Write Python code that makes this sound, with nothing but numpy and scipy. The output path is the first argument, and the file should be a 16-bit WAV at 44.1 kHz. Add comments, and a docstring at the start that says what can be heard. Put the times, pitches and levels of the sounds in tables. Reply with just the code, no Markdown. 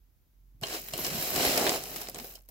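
"""Clacking beads and ticking chain links: a tangled heap of costume jewellery is pushed across a wooden
table and let go, close up in a small room. The rustle is a swarm of tiny random contacts, thicker and
louder the harder the push, with single pieces knocking out above it. A bangle clinks and a small charm
rings briefly. Underneath, the tabletop patters, rumbles and bumps, over a faint hiss and low hum."""
import sys
import numpy as np
from scipy import signal
from scipy.fft import rfft, irfft
from scipy.io import wavfile
from scipy.ndimage import uniform_filter1d

SR = 44100
rng = np.random.default_rng(int(sys.argv[2]) if len(sys.argv) > 2 else 0)


def digitize_waveform(pressure):
    """Quantize a signal to 16-bit integers and store it at the path in sys.argv[1].

    Rows of a 2-D input are taken as channels; values are limited to [-1, 1].
    """
    field = np.atleast_2d(pressure).T
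    bounded = np.clip(field, -1, 1)
    quanta = np.round(bounded * 32767).astype(np.int16)
    wavfile.write(sys.argv[1], SR, quanta)


N = 110250
TIME = np.arange(N) / SR
BUSY_DB = -38  # the level at which contacts come at their nominal rate
WOOD_DECAY_S = 0.00063
WOOD_ALIKE, BEAD_ALIKE, LINK_ALIKE = 0.92, 0.36, 0.032  # left-right likeness: 0 wide, 1 mono
WOOD_PAN_DB, BEAD_PAN_DB = [[-0.83], [0.83]], [[-0.5], [0.5]]  # left, right

# single pieces knocking: start_s, length_s, tabletop_db, clack_db, click_db, tick_db, tick_pitch_hz
KNOCKS = [(0.6128, 0.001, -61, -53, -50, -42.5, 12700), (0.6342, 0.0037, -44, -30.5, -39, -42.5, 12000),
          (0.669, .0027, -59, -53, -40, -40, 5200), (0.885, .0024, -55, -40.5, -51, -35, 12400),
          (0.9358, 0.0044, -40.5, -39, -33.5, -36, 13000), (0.978, 0.0012, -41, -50, -54, -27, 13000),
          (0.989, 0.0045, -32, -41, -55, -42, 12600), (1.047, .0035, -47, -35.5, -30, -36, 5030),
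          (1.065, 0.0034, -48, -36, -32, -39, 12700), (1.226, .0014, -39, -41, -35, -25.5, 12600),
          (1.3044, 0.0013, -48, -40, -42, -24.5, 15000), (1.361, .0034, -47, -31.5, -30, -28, 14000),
          (1.4502, 0.002, -25, -24, -32, -21.5, 11300), (1.576, 0.0033, -28, -24, -24, -24, 12400),
          (1.6668, 0.0033, -27, -21, -31.5, -35, 3900), (1.676, 0.0044, -30, -28.5, -44, -41, 2400),
          (1.6932, 0.0025, -32, -27, -27.5, -24, 3700), (1.837, .002, -56, -48, -37.5, -35.5, 12000),
          (1.96, 0.003, -43.5, -36.5, -38, -38, 14000), (1.965, .003, -44, -41, -40, -34.5, 13400),
          (2.0138, 0.0071, -47, -43.5, -42, -38, 13900), (2.0712, 0.0019, -43, -42.5, -54, -41, 3800),
          (2.0857, 0.0022, -35, -43, -36.5, -38, 12500), (2.097, 0.0019, -51, -52, -44, -33.5, 13000),
          (2.1457, 0.0028, -43.5, -44.5, -45, -37, 7340), (2.158, 0.0022, -50.5, -40.5, -47.5, -43, 7800),
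          (2.1838, .0018, -52, -60, -46, -36, 15400), (2.187, .0026, -46, -41, -41, -45, 13000),
          (2.1984, 0.003, -57, -39, -43, -43, 15400), (2.244, 0.0029, -43.5, -46, -47.5, -39, 14600),
          (2.354, 0.004, -70, -63, -44.5, -46.5, 11900), (2.488, 0.0053, -55, -61, -57, -46.5, 12600)]


def push_levels():
    """The push swells and settles: level curves in dB for patter, beads and links."""
    push = [(0.613, -63, -59.5, -81), (0.628, -43.5, -42, -51), (0.69, -48.5, -38.5, -46),
            (0.75, -38.5, -33, -39), (0.821, -58.5, -48, -45), (0.909, -59.5, -47.5, -46.5),
            (0.959, -44, -39, -44), (1.02, -46, -37, -38), (1.06, -40.5, -34, -33.5),
            (1.11, -44, -35.5, -41), (1.21, -42, -33.5, -33.5), (1.32, -42, -34, -35.5),
            (1.38, -32, -28.5, -33), (1.46, -30.5, -25, -31.5), (1.53, -34.5, -28, -32.5),
            (1.61, -29.5, -29, -34.5), (1.68, -31, -30.5, -34.5), (1.761, -35, -32, -34.5),
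            (1.8, -46, -41, -45), (1.89, -48.5, -43.5, -42.5), (1.96, -48, -42.5, -40.5),
            (2.02, -49.5, -42.5, -42), (2.06, -53.5, -45.5, -48.5), (2.135, -62.5, -53.5, -56.5),
            (2.16, -47.5, -48, -50.5), (2.26, -55.5, -50, -44.5), (2.33, -61, -54.5, -48),
            (2.381, -64, -59, -59), (2.43, -81, -77, -68)]  # the gesture: time_s, patter_db, beads_db, links_db
    times, *layers = np.transpose(push)
    return [np.interp(TIME, times, db, left=-120) for db in layers]


def beads(level_db):
    """Beads and pendants clack against each other: a dense rustle with single hits on top."""
    rustle_tone = [(300, -15), (900, -5.5), (1500, 0), (2200, 1.5), (2900, 4.5), (3450, -4), (4050, 2),
                   (4700, 1.5), (5300, 3), (6500, -2), (8000, -1), (9200, -8), (12000, -3), (16000, -43)]  # spectrum of the massed beads: frequency_hz, level_db
    clack_tone = [(300, -8), (680, 0), (1050, 5), (1400, -2), (2000, 4), (3000, -0.5), (4200, 2),
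                  (5000, -15.5), (8000, -27), (16000, -45)]  # midrange body of one hit: frequency_hz, level_db
    click_tone = [(1500, -28), (3500, -22), (5000, 5.5), (6500, -1), (8000, 2), (9200, -3.5), (12000, -22),
                  (16000, -35)]  # hard edge of one hit: frequency_hz, level_db
    swarm = contacts(level_db, per_s=1500, spread_db=-1, decay_s=0.0018, alike=BEAD_ALIKE)
    rustle = from_db(-2.5) * colour(swarm, rustle_tone)
    clacks = colour(knocks("clack", BEAD_ALIKE, decay_share=1.6), clack_tone)
    clicks = colour(knocks("click", LINK_ALIKE, decay_share=1.0), click_tone)
    return (rustle + clacks + clicks) * from_db(BEAD_PAN_DB)


def chains(level_db):
    """Fine links tick as the chains slide."""
    link_tone = [(2000, -32.5), (6000, -8), (9300, -10.5), (11200, -5.5), (12600, 0.5), (14200, -3.5),
                 (15400, -2), (17000, -11)]  # bright spectrum of the links: frequency_hz, level_db
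    swarm = contacts(level_db, per_s=1500, spread_db=0.5, decay_s=0.00081, alike=LINK_ALIKE)
    return from_db(-2) * colour(swarm, link_tone)


def tinkles(level_db, per_s=380, low_hz=1509, high_hz=7985, t60_s=0.046):
    """Small metal parts ring for a moment, each at its own pitch, louder as the heap moves harder."""
    out, t = np.zeros((2, N)), TIME[:4096]
    decay = np.exp(-np.log(1000) * t / t60_s)
    for when, pitch, size, *phases in rng.random((int(per_s * N / SR), 5)):
        hz = low_hz * (high_hz / low_hz) ** pitch
        strength = from_db(level_db[int(when * N)] - 13 + 13 * (size - 0.5))
        tone = np.sin(2 * np.pi * (hz * t + np.array(phases)[:, None]))
        add(out, when * N / SR, strength * decay * tone)
    return out


def bright_ticks(width_hz=2000):
    """Each piece that knocks gives a bright tick around a pitch of its own."""
    out = np.zeros((2, N))
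    for start_s, length_s, *_, db, hz in KNOCKS:
        resonance = signal.iirpeak(hz, hz / width_hz, fs=SR)
        tick = signal.lfilter(*resonance, burst(length_s, LINK_ALIKE))
        add(out, start_s, from_db(db) * np.sqrt(length_s * SR) * energy_one(tick))
    return out


def bangle():
    """A struck bangle clinks with a few short, inharmonic modes."""
    hits = [(.6365, -35.5), (.9365, -39), (1.049, -40), (2.3545, -55.5)]  # strikes on the bangle: start_s, level_db
    modes = [(670, -1, 0.074), (1050, -10, .05), (2850, 3.5, 0.072), (3116, 4.5, 0.053), (3530, -15, 0.078),
             (4150, -1, 0.066), (4255, -2, 0.042), (5148, -22, 0.052)]  # its resonances: pitch_hz, level_db, t60_s
    return metal(hits, modes)


def charm():
    """A tiny charm rings very high; its close modes beat into a shimmer."""
    hits = [(.9935, -32), (1.14, -38), (1.226, -41), (1.272, -38), (1.33, -37), (1.40, -43), (1.46, -33),
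            (1.56, -35)]  # strikes on the charm: start_s, level_db
    modes = [(12340, -7, .14), (12505, -1.5, .15), (12645, -1.5, .15)]  # its resonances: pitch_hz, level_db, t60_s
    return metal(hits, modes)


def metal(hits, modes):
    """A metal piece rings; each hit reaches each mode and side with its own strength and phase."""
    out, t = np.zeros((2, N)), TIME[:SR // 4]
    hz, mode_db, t60_s = np.transpose(modes)[:, :, None]
    decay = np.exp(-np.log(1000) * t / t60_s)
    for start_s, db in hits:
        strength = from_db(db + mode_db + 2 * rng.standard_normal((2, len(modes), 1)))
        phase = rng.uniform(0, 2 * np.pi, strength.shape)
        add(out, start_s, np.sum(strength * decay * np.sin(2 * np.pi * hz * t + phase), axis=1))
    return out


def contacts(level_db, per_s, spread_db, decay_s, alike, pieces=14):
    """Random contacts dealt to many pieces; the higher the level, the denser and louder they come."""
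    rate_per_s = per_s * from_db(0.6 * (level_db - BUSY_DB))
    struck = rng.random(N) < rate_per_s / SR
    sizes = from_db(spread_db * np.minimum(rng.exponential(1, N), 4))
    clicks = struck * sizes * rng.choice([-1, 1], N)
    local_rms = np.sqrt(np.abs(uniform_filter1d(clicks ** 2, size=1300)) + 1e-4)
    clicks = clicks / local_rms * from_db(level_db)
    owner = rng.integers(0, pieces, N)
    return sum(signal.oaconvolve((clicks * (owner == k))[None], burst(decay_s, alike), axes=1)[:, :N]
               for k in range(pieces))


def knocks(layer, alike, decay_share):
    """One layer of the single knocks: sharp bursts that die within milliseconds."""
    out = np.zeros((2, N))
    column = ("tabletop", "clack", "click").index(layer)
    for start_s, length_s, *levels_db in KNOCKS:
        strength = from_db(levels_db[column]) * np.sqrt(length_s * SR)
        add(out, start_s, strength * burst(length_s * decay_share, alike))
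    return out


def tabletop(level_db):
    """The sliding heap drums evenly on the board; single knocks stand out above it."""
    patter = board(contacts(BUSY_DB, per_s=600, spread_db=2, decay_s=WOOD_DECAY_S, alike=WOOD_ALIKE))
    local_rms = np.sqrt(uniform_filter1d(np.mean(patter ** 2, axis=0), size=1100) + 1e-9)
    hits = board(knocks("tabletop", WOOD_ALIKE, decay_share=0.56))
    return (from_db(level_db) * patter / local_rms + hits) * from_db(WOOD_PAN_DB)


def board(force):
    """The board answers with a dull knock and its own modes."""
    wood_tone = [(40, -12), (100, -12), (200, -4.5), (290, 6), (400, 5.5), (520, 6.5), (720, -1.5),
                 (950, -7), (1400, -13), (2500, -19.5), (6000, -45.5)]  # spectrum of the dull knock: frequency_hz, level_db
    modes = [(281, -3, 0.19), (350, -2.5, .05), (410.2, 6.5, 0.061), (546.4, 8, 0.14), (614, -0.5, 0.14),
             (720.3, 12.5, 0.07), (802, 1, 0.046), (967, -4, 0.091), (1088, -6, 0.048)]  # tabletop resonances: pitch_hz, level_db, t60_s
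    ringing = sum((-1) ** k * from_db(db) * ring(force, hz, t60_s)
                  for k, (hz, db, t60_s) in enumerate(modes))
    return colour(force, wood_tone) + from_db(-3.5) * rms_one(ringing) * force.std()


def bumps(rise_s=0.0054):
    """Soft, heavy contacts of hand and heap rock the whole table for a few cycles."""
    thumps = [(.545, 109, -52.5), (0.621, 130, -35), (0.934, 139, -36.5), (.992, 170, -43),
              (1.111, 165, -37.5), (1.147, 209, -38.5), (1.181, 146, -39.5), (1.394, 80, -41),
              (1.463, 70, -36), (2.204, 240, -46.5)]  # low bumps on the table: start_s, pitch_hz, peak_db
    out, t = np.zeros((2, N)), TIME[:8192]
    swell = t / rise_s * np.exp(1 - t / rise_s)
    for start_s, hz, db in thumps:
        add(out, start_s, from_db(db) * swell * np.sin(2 * np.pi * hz * t))
    return out * from_db(WOOD_PAN_DB)


def rubbing():
    """Hand and heap drag over the wood with an uneven low rumble."""
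    swell = [(0, -79), (.25, -80.5), (.48, -76), (.6, -65.5), (.66, -55), (.86, -62), (.92, -55),
             (1.06, -52.5), (1.13, -44.5), (1.28, -49.5), (1.36, -44), (1.6, -49), (1.8, -55),
             (2.22, -56.5), (2.43, -76.5)]  # rise and fall of the rubbing: time_s, level_db
    rumble_tone = [(30, -24), (65, -1), (100, -6), (132, 3.5), (160, 0.5), (200, -2.5), (270, -3.5),
                   (380, -13.5), (700, -26.5), (2000, -49)]  # its bass-heavy spectrum: frequency_hz, level_db
    level_db = np.interp(TIME, *np.transpose(swell))
    grain = contacts(BUSY_DB, per_s=500, spread_db=5.3, decay_s=WOOD_DECAY_S, alike=1.0, pieces=4)
    return from_db(level_db) * rms_one(colour(grain, rumble_tone)) * from_db(WOOD_PAN_DB)


def room(x, t60_s=0.083, wet_db=-13):
    """The small room returns a short, diffuse tail after 4 ms."""
    tail = burst(t60_s / np.log(1000), alike=0, count=16384)
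    tail = np.pad(tail, ((0, 0), (SR // 250, 0)))
    return from_db(wet_db) * signal.oaconvolve(x, tail, axes=1)[:, :N]


def background(hum_hz=44.5, floor_db=-67.5):
    """Room tone: quiet rumble and hiss, with a low hum that dips briefly near the start."""
    floor_tone = [(25, -12.5), (60, -1), (110, -4), (200, -26.5), (400, -26), (1000, -31.5), (3000, -35),
                  (6500, -35.5), (9000, -42), (12000, -29), (16000, -30.5)]  # spectrum of rumble and hiss: frequency_hz, level_db
    hum_curve = [(0, -55), (.1, -69), (.27, -72), (.38, -56.5), (1.2, -57), (2.5, -57)]  # loudness of the hum: time_s, level_db
    hum_db = np.interp(TIME, *np.transpose(hum_curve))
    hum = from_db(hum_db) * np.sqrt(2) * np.sin(2 * np.pi * hum_hz * TIME)
    noise = from_db(floor_db) * colour(stereo_noise(N, alike=0.11), floor_tone)
    return noise + hum * from_db([[-2.5], [0.8]])


def burst(decay_s, alike, count=2048):
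    """Crowded, quickly dying modes, played as decaying noise of unit energy."""
    return energy_one(stereo_noise(count, alike) * np.exp(-TIME[:count] / decay_s))


def stereo_noise(count, alike):
    """Left and right noise with the given likeness."""
    mid, side = rng.standard_normal((2, count))
    return np.sqrt((1 + alike) / 2) * mid + np.sqrt((1 - alike) / 2) * side * np.array([[1], [-1]])


def ring(x, hz, t60_s):
    """One mode: every click sets a dying sine ringing."""
    radius, angle = from_db(-60 / (t60_s * SR)), 2 * np.pi * hz / SR
    return signal.lfilter([0, np.sin(angle)], [1, -2 * radius * np.cos(angle), radius ** 2], x + 1e-18)


def colour(x, tone):
    """EQ with the given spectrum; white noise keeps its power."""
    size = 2 ** 18
    hz, db = np.transpose(tone)
    bins_hz = np.arange(size // 2 + 1) * SR / size
    gain = rms_one(from_db(np.interp(np.log(bins_hz + 1), np.log(hz), db)))
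    cepstrum = irfft(np.log(gain))
    cepstrum[1:size // 2] *= 2  # fold to minimum phase, so attacks stay sharp
    cepstrum[size // 2 + 1:] = 0
    return irfft(rfft(x, size) * np.exp(rfft(cepstrum)))[..., :N]


def add(out, start_s, x):
    """Mix x in at start_s."""
    i = int(np.clip(start_s * SR, 0, N - 1))
    out[..., i:i + x.shape[-1]] += x[..., :N - i]


def from_db(db):
    return 10 ** (np.asarray(db) / 20)


def rms_one(x):
    return x / np.sqrt(np.mean(x ** 2) + 1e-20)


def energy_one(stereo):
    return stereo / np.sqrt(np.sum(stereo ** 2) / 2)


def scene(left_lag_s=0.0003):
    """The heap lies a little to the right, so the left side hears it later; the wood has no such lag."""
    patter_db, beads_db, links_db = push_levels()
    clatter = beads(beads_db) + tinkles(beads_db) + chains(links_db) + bright_ticks()
    left, right = clatter + bangle() + charm()
    late_left = np.pad(left, (int(left_lag_s * SR), 0))[:N]
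    near = np.array([late_left, right]) + tabletop(patter_db) + rubbing() + bumps()
    return near + room(near) + background()


def record(dry, low_cut_hz=34, high_cut_hz=15800):
    """The deepest bass is rolled off and the very top is cut steeply."""
    dry = signal.sosfilt(signal.butter(4, low_cut_hz, "high", fs=SR, output="sos"), dry)
    return signal.sosfilt(signal.ellip(12, 0.2, 80, high_cut_hz, fs=SR, output="sos"), dry)


dry = scene()
out = record(dry)
digitize_waveform(out)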